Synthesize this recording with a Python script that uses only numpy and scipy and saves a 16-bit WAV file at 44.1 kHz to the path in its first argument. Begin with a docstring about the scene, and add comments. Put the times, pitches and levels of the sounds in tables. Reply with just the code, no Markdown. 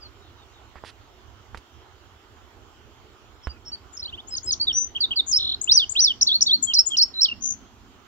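"""Songbird on a wire fence.

One long song from the syrinx: soft opening whistles, a falling cascade, then whistled syllables,
most of them sung twice, and three buzzy trills. The trees scatter each note back. A hand-held camera
is bumped and brushed over a quiet outdoor wash; another bird calls faintly far away."""
import sys
import numpy as np
from scipy import signal
from scipy.fft import rfft, irfft
from scipy.io import wavfile
from scipy.ndimage import uniform_filter1d, minimum_filter1d

SR = 44100
rng = np.random.default_rng(int(sys.argv[2]) if len(sys.argv) > 2 else 0)


def bounce(signal):
    """Save signal as a 16-bit WAV file at the path given by the first command-line argument."""
    frames = np.transpose(np.atleast_2d(signal))
    limited = np.clip(frames, -1, 1)
    pcm = np.round(limited * 32767).astype(np.int16)
    wavfile.write(sys.argv[1], SR, pcm)


N = 355887
BAND_LIMIT_HZ = 15800

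# notes by syllable: (level [dB], attack [s], release [s], path of (time [s], pitch [Hz]))
SYLLABLE_NOTES = { "chip": [(-26, 0.034, 0.0053, [(0, 6420), (.041, 7900)]),
                  (-24, 0.047, 0.004, [(.034, 5170), (.076, 5133), (.082, 4760), (.089, 3050)]),
                  (-16.5, 0.0089, 0.018, [(.09, 7100), (.099, 6400), (.109, 5180), (.117, 2920)])],
                  "sweep": [(-15.5, .022, 0.046, [(0, 4310), (.032, 4665), (.054, 4460)]),
                  (-15, 0.0051, .004, [(.073, 3930), (.097, 3510), (.127, 2920)]),
                  (-13.5, 0.064, .15, [(.13, 5450), (.16, 5943), (.195, 5996), (.287, 6140)])],
                  "slur": [(-14, 0.014, 0.002, [(0, 3610), (.005, 2830), (.016, 3330), (.036, 2563)]),
                  (-13, 0.027, 0.0037, [(.052, 4700), (.062, 4670), (.1, 3510), (.107, 3830)])],
                  "swoop": [(-15.5, 0.0027, 0.0085, [(0, 6800), (.016, 5500), (.035, 4744), (.065, 5510),
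                  (.076, 5100)])], "arch": [(-17.5, 0.015, .008, [(0, 5890), (.015, 7740), (.023, 8290),
                  (.033, 6940), (.042, 7600)]), (-13, 0.013, 0.0067, [(.06, 2425), (.079, 3375),
                  (.101, 4223), (.116, 5400), (.124, 5935), (.147, 5930), (.159, 5360), (.186, 3710),
                  (.197, 3445), (.237, 2865)])], "dip": [(-7.5, 0.014, 0.01, [(-.002, 3220), (.003, 5290),
                  (.0065, 6438), (.0105, 6010), (.0145, 5460), (.019, 5470), (.028, 8300)]),
                  (-12.5, 0.015, .018, [(.052, 3250), (.061, 4600), (.08, 3410), (.096, 3274), (.121, 4080),
                  (.14, 4420), (.156, 4110)])], "loop": [(-11, 0.018, 0.0044, [(0, 8100), (.008, 7200),
                  (.02, 6725), (.031, 7180), (.043, 8120)]), (-14, 0.024, 0.0037, [(.048, 3290),
                  (.072, 3304), (.096, 3080), (.11, 2667)]), (-12.5, 0.0092, .01, [(.112, 2770),
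                  (.118, 4920), (.1225, 6010), (.13, 5310), (.147, 4150), (.158, 4190), (.173, 5397),
                  (.188, 5437), (.198, 5220)])], "hook": [(-17, 0.11, 0.003, [(0, 4030), (.068, 4010)]),
                  (-14, 0.025, .012, [(.065, 3900), (.08, 5360), (.092, 5540), (.104, 5300), (.122, 3220),
                  (.137, 3110)])], }
# song order: (start [s], syllable, gain [dB], time stretch [ratio])
SONG_ORDER = [(4.271, "chip", -2, 1.02), (4.428, "chip", 3.5, 0.99), (4.597, "sweep", 1, 0.98),
              (4.948, "slur", -1.5, 1.037), (5.105, "slur", -0.5, 0.99), (5.31, "swoop", 0, 0.99),
              (5.61, "arch", 0.5, 1.009), (5.891, "arch", 0.5, 0.99), (6.211, "dip", 0.5, 1.04),
              (6.408, "dip", 0, 1.0), (6.619, "loop", -1, 1.008), (6.854, "loop", -1, 0.99),
              (7.138, "hook", 0.5, 1.003)]


def syllables():
    """Each syllable is a set pattern of notes, repeated almost exactly."""
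    out = np.zeros((2, N))
    for start, name, gain_db, stretch in SONG_ORDER:
        for db, attack_s, release_s, turns in SYLLABLE_NOTES[name]:
            path = [(s * stretch, hz) for s, hz in turns]
            add(out, start + path[0][0], note(path, db + gain_db, attack_s, release_s))
    return out


# plain whistles: (start [s], length [s], from [Hz], to [Hz], level [dB])
PLAIN_WHISTLES = [(3.425, 0.046, 5350, 5360, -47), (3.487, 0.044, 4770, 4820, -45),
                  (3.65, 0.063, 5380, 5580, -38), (3.715, 0.047, 4610, 4480, -30.5),
                  (3.919, 0.066, 7400, 6000, -36), (7.279, 0.032, 3000, 2623, -16.5),
                  (7.309, 0.027, 2865, 2700, -12.5)]
# cascade: (start [s], middle pitch [Hz], level [dB])
UPSWEEPS = [(3.967, 5520, -27), (3.991, 5260, -26), (4.019, 4330, -24.5), (4.043, 4040, -26.5),
            (4.071, 3280, -29), (4.121, 3110, -25.5), (4.171, 3120, -24.5)]


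def glides(ramp_share=0.39, sweep_cycles=120, rise_hz=1130, sweep_ramp_s=0.016):
    """Plain whistles swell and fade; upsweeps of equal cycle count slow as the cascade falls."""
    out = np.zeros((2, N))
    for start, length_s, from_hz, to_hz, db in PLAIN_WHISTLES:
        ramp_s = ramp_share * length_s
        add(out, start, note([(0, from_hz), (length_s, to_hz)], db, ramp_s, ramp_s))
    for start, hz, db in UPSWEEPS:
        path = [(0, hz - rise_hz / 2), (sweep_cycles / hz, hz + rise_hz / 2)]
        add(out, start, note(path, db, sweep_ramp_s, sweep_ramp_s))
    return out


# trills: (start [s], end [s], trough [Hz], crest [Hz], swing rate [Hz], crest sharpness [exponent],
# trough level [dB], crest gain [dB], fading [share])
TRILL_NOTES = [(5.258, 5.33, 6420, 7410, 190, 2.2, -23.5, -5.5, 0.97),
               (5.38, 5.556, 2996, 4134, 43.3, 0.78, -38, 15, 0.13),
               (7.402, 7.557, 6070, 6920, 60.5, 3, -21, -12, 0.73)]


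def trills(buzz_hz=310, buzz_depth=.085, throat_margin=1.014):
    """The pitch swings in arches, roughened by a faster buzz; the throat keeps it in its band."""
    out = np.zeros((2, N))
    for start, end, low_hz, high_hz, rate_hz, sharpness, db, crest_db, fade in TRILL_NOTES:
        t = np.arange(start, end, 1 / SR)
        swing = abs(np.sin(np.pi * rate_hz * (t - end))) ** sharpness
        buzz = 1 + buzz_depth * np.sin(2 * np.pi * buzz_hz * t)
        hz = (low_hz + (high_hz - low_hz) * swing) * buzz
        trill = whistle(hz, db + crest_db * swing, jitter=0.0067, flutter_samples=30)
        trill = band(trill, low_hz / throat_margin, high_hz * throat_margin, order=3)
        add(out, start, trill * signal.windows.tukey(len(t), fade))
    return out


# whistle loudness by pitch, strongest around 5 kHz: (pitch [Hz], gain [dB])
PITCH_GAIN = [(2400, -16), (2900, -13.5), (3250, -10.5), (3600, -6.5), (4000, -6.5), (4600, -1),
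              (5400, -1.5), (6000, -7.5), (6900, -6.5), (8100, -19.5)]


def note(path, db, attack_s, release_s, fade_db=-17.5):
    """One whistle along a pitch path: attack, hold, release, loudest around 5 kHz."""
    turns_s, turns_hz = np.transpose(path)
    t = np.arange(turns_s.min(), turns_s.max(), 1 / SR)
    hz = np.interp(t, np.sort(turns_s), turns_hz)
    attack = np.maximum(1 - (t - t[0]) / attack_s, 0) ** 2
    release = np.maximum(1 - (t[-1] - t) / release_s, 0) ** 2
    return whistle(hz, db + fade_db * (attack + release) + lookup(PITCH_GAIN, hz))


# whistle at the microphones: (pitch [Hz], left minus right [dB], left lead [s])
WHISTLE_STEREO = [(3250, -1, .0001), (3750, 0, .000088), (4300, -1, .00012), (5400, -3, .000145),
                  (6150, 7, .000235), (7300, 11, .000215)]


def whistle(hz, db, jitter=0.0036, flutter_db=3.0, flutter_samples=170, octave_db=-53, edge_s=.009):
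    """The syrinx gives a nearly pure tone with a faint, unsteady octave; it arrives left first."""
    count = len(hz)
    hz = uniform_filter1d(hz, size=90) * (1 + jitter * waver(count, 60))
    lag_s = np.outer([0, 1], lookup(WHISTLE_STEREO, hz, column=2))
    phase = 2 * np.pi * (np.cumsum(hz) / SR - lag_s * hz)
    edges = signal.windows.tukey(count, min(edge_s * SR / count, .2))
    level = amp(db + flutter_db * waver(count, flutter_samples)) * edges
    octave = amp(octave_db + 4 * waver(count, 30)) * np.sin(2 * phase)
    return np.sqrt(2) * level * pan(lookup(WHISTLE_STEREO, hz)) * (np.sin(phase) + octave)


def near_bounce(x, db=-17, delay_s=.00168):
    """Direct sound plus a reflection beside the camera: the level ripples as the pitch sweeps."""
    delayed = np.pad(x, ((0, 0), (round(delay_s * SR), 0)))[:, :N]
    return x + amp(db) * delayed


def foliage(x, near_db=-15, near_t60_s=.13, far_db=-33, far_t60_s=1.0, tilt_db_per_octave=4):
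    """Near leaves scatter a short echo, the wood behind a faint long one; both favour high notes."""
    t, hz = np.arange(SR) / SR, np.fft.rfftfreq(SR, 1 / SR)
    taps = rng.choice([-1., 1.], (2, SR)) * (rng.random((2, SR)) < .1) * (t > .004)
    echo = 0
    for db, t60_s in (near_db, near_t60_s), (far_db, far_t60_s):
        tail = taps * 1000 ** (-t / t60_s)
        echo = echo + amp(db) * tail / np.linalg.norm(tail, axis=1, keepdims=True)
    octaves = np.log2(np.clip(hz, 2500, 8000) / 5000)
    echo = irfft(rfft(echo) * amp(tilt_db_per_octave * octaves))
    return signal.fftconvolve(x, echo, axes=1)[:, :N]


def sheen(x, db=-55, low_hz=11000, linger_s=.015):
    """A thin hiss rides on the loud notes and lingers a moment."""
    pole = np.exp(-1 / (linger_s * SR))
    envelope = np.sqrt(abs(signal.lfilter([1 - pole], [1, -pole], x ** 2)))
    hiss = unit_rms(band(rng.standard_normal((2, N)), low_hz, BAND_LIMIT_HZ))
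    return amp(db) * envelope * hiss


# knocks: (time [s], click level [dB], click pitch [Hz], thud level [dB])
CASE_KNOCKS = [(0.757, -24, 1170, -39), (0.8381, -18, 1000, -42), (0.848, -22, 1800, -54),
               (1.5463, -14, 1430, -34), (1.5741, -23.5, 3620, -36), (3.471, -11.5, 1370, -19)]
# finger rubs: (start [s], end [s], level [dB], brightest [Hz])
CASE_RUBS = [(0.748, 0.8, -50.5, 1380), (0.843, 0.916, -46.5, 2800)]


def handling(thud_hz=66, thud_s=0.017, click_cycles=0.47, grit_db=-14, grit_s=0.0085, side_db=-9):
    """Each knock clicks the camera case and rocks it with a low thud; fingers rub it briefly."""
    out, t = np.zeros((2, N)), np.arange(SR // 5) / SR
    for start, click_db, hz, thud_db in CASE_KNOCKS:
        click = np.sin(2 * np.pi * hz * t) * np.exp(-t * hz / click_cycles)
        grit = amp(grit_db) * rng.standard_normal(len(t)) * np.exp(-t / grit_s)
        thud = -np.sin(2 * np.pi * thud_hz * t) * np.exp(-t / thud_s)
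        add(out, start, amp(click_db) * band(click + grit, hz / 10, hz * 1.4) + amp(thud_db) * thud)
    for start, end, db, hz in CASE_RUBS:
        count = round((end - start) * SR)
        rub = unit_rms(band(rng.standard_normal(count), hz * 0.48, hz * 1.72, order=3))
        edge = amp(-17) * unit_rms(band(rng.standard_normal(count), hz * 3.0, hz * 3.74))
        add(out, start, amp(db) * (rub + edge) * signal.windows.tukey(count, .5))
    return out * pan(side_db)[:, None]


# far calls: (start [s], end [s], from [Hz], to [Hz], arch height [Hz], level [dB])
FAR_CALLS = [(0.0, 0.084, 5230, 4030, 0, -47.5), (.2, .3, 3700, 3310, 250, -62),
             (.355, 0.457, 3700, 3300, 300, -61), (.515, 0.607, 3700, 3300, 298, -63),
             (3.385, 3.612, 3650, 2270, 0, -59.5)]


def far_bird():
    """Faint, slightly hoarse whistles that fall, some over an arch."""
    out = np.zeros((2, N))
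    for start, end, from_hz, to_hz, arch_hz, db in FAR_CALLS:
        count = round((end - start) * SR)
        hz = np.geomspace(from_hz, to_hz, count) + arch_hz * np.sin(np.linspace(0, np.pi, count))
        add(out, start, whistle(hz, db, jitter=0.014) * signal.windows.tukey(count, .5))
    return out


# air spectrum: (frequency [Hz], relative density [dB])
AIR_SPECTRUM = [(25, -24), (65, 4.5), (118, -2), (150, -23.5), (370, -5.5), (520, -16), (800, -12),
                (1400, -13), (1650, -18.5), (2500, -22), (3100, -17), (4000, -25), (9000, -30.5),
                (12000, -24.5)]
# air balance: (frequency [Hz], left minus right [dB])
AIR_BALANCE = [(70, -8.5), (250, -1), (1300, -8), (3000, -3)]
# left-right likeness: (frequency [Hz], coherence [0..1])
AIR_COHERENCE = [(60, 0.23), (130, 0.68), (300, 0.87), (670, 0.59), (1510, 0.29), (3400, .25), (7500, .05)]
# low distant rush: (time [s], level [dB])
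RUSH_LEVEL = [(0, -81), (3.8, -68.5), (5.301, -59.5), (6.0, -67.5), (6.422, -55), (6.621, -47.5),
              (6.802, -63), (7.47, -55), (8.07, -62)]


def wash(air_db=-49.5, patchy_db=1.92, left_lead_s=.00007, dull_above_hz=7700, dull_db=-15,
         swell_at_s=4.9, swell_width_s=.65, swell_db=5, swell_below_hz=600, rush_hz=(178, 290)):
    """Distant air and leaves in drifting patches; the bass swells once, a low rush comes and goes."""
    hz = np.fft.rfftfreq(2048, 1 / SR)
    t = np.arange(N // 512 + 5) * 512 / SR
    left_re, left_im, apart_re, apart_im, patches = rng.standard_normal((5, len(hz), len(t)))
    left, apart = left_re + 1j * left_im, apart_re + 1j * apart_im
    patches = unit_rms(uniform_filter1d(uniform_filter1d(patches, size=24, axis=0), size=6, axis=1))
    coherence = lookup(AIR_COHERENCE, hz)[:, None]
    delay = np.exp(-2j * np.pi * hz * left_lead_s)[:, None]
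    right = delay * coherence * left + np.sqrt(1 - coherence ** 2) * apart
    noise = np.array([left, right]) * amp(patchy_db * patches) * pan(lookup(AIR_BALANCE, hz))[..., None]
    bass = np.exp(-(hz / swell_below_hz) ** 2 / 2)
    swell = np.exp(-((t - swell_at_s) / swell_width_s) ** 2 / 2)
    spectrum_db = lookup(AIR_SPECTRUM, hz) + dull_db * (hz > dull_above_hz)
    colour = amp(spectrum_db[:, None] + swell_db * np.outer(bass, swell))
    air = signal.istft(noise * colour, nperseg=2048, noverlap=1536)[1][:, :N]
    white = signal.istft(noise, nperseg=2048, noverlap=1536)[1][:, :N]
    rush_db = np.interp(np.arange(N) / SR, *np.transpose(RUSH_LEVEL))
    return amp(air_db) * unit_rms(air) + amp(rush_db) * unit_rms(band(white, *rush_hz))


def amp(db):
    return 10 ** (np.asarray(db) / 20)


def unit_rms(x):
    return x / np.sqrt(np.mean(x ** 2) + 1e-20)


def lookup(table, hz, column=1):
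    """Interpolate over log frequency."""
    table = np.array(table)
    return np.interp(np.log(hz + 1), np.log(table[:, 0]), table[:, column])


def add(mix, start_s, sound):
    part = mix[:, max(round(start_s * SR), 0):][:, :sound.shape[-1]]
    part += sound[..., :part.shape[1]]


def band(x, low_hz, high_hz, order=2):
    sos = signal.butter(order, [low_hz, min(high_hz, .49 * SR)], "band", fs=SR, output="sos")
    return signal.sosfilt(sos, x)


def pan(side_db):
    """Constant-power left and right gains."""
    gains = np.array([amp(side_db / 2), amp(-side_db / 2)])
    return gains / np.sqrt(np.mean(gains ** 2, 0))


def waver(count, smooth_samples):
    """Smooth noise, unit RMS."""
    noise = uniform_filter1d(rng.standard_normal(count), smooth_samples)
    return unit_rms(uniform_filter1d(noise, smooth_samples))


def scene():
    """The birds and their echoes, the hand on the camera, the outdoor wash."""
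    birds = glides() + syllables() + trills() + far_bird()
    birds = near_bounce(birds) + foliage(birds)
    return birds + sheen(birds) + handling() + wash()


def record(dry, ceiling=.93):
    """A quick limiter holds the loudest chirps just under full scale; then the band limit."""
    gain = np.minimum(1, ceiling / (abs(dry).max(0) + 1e-9))
    limited = dry * uniform_filter1d(minimum_filter1d(gain, size=201), size=201)
    lowpass = signal.firwin(511, BAND_LIMIT_HZ, window=("kaiser", 9), fs=SR)
    return signal.oaconvolve(limited, lowpass[None], "same")


dry = scene()
out = record(dry)
bounce(out)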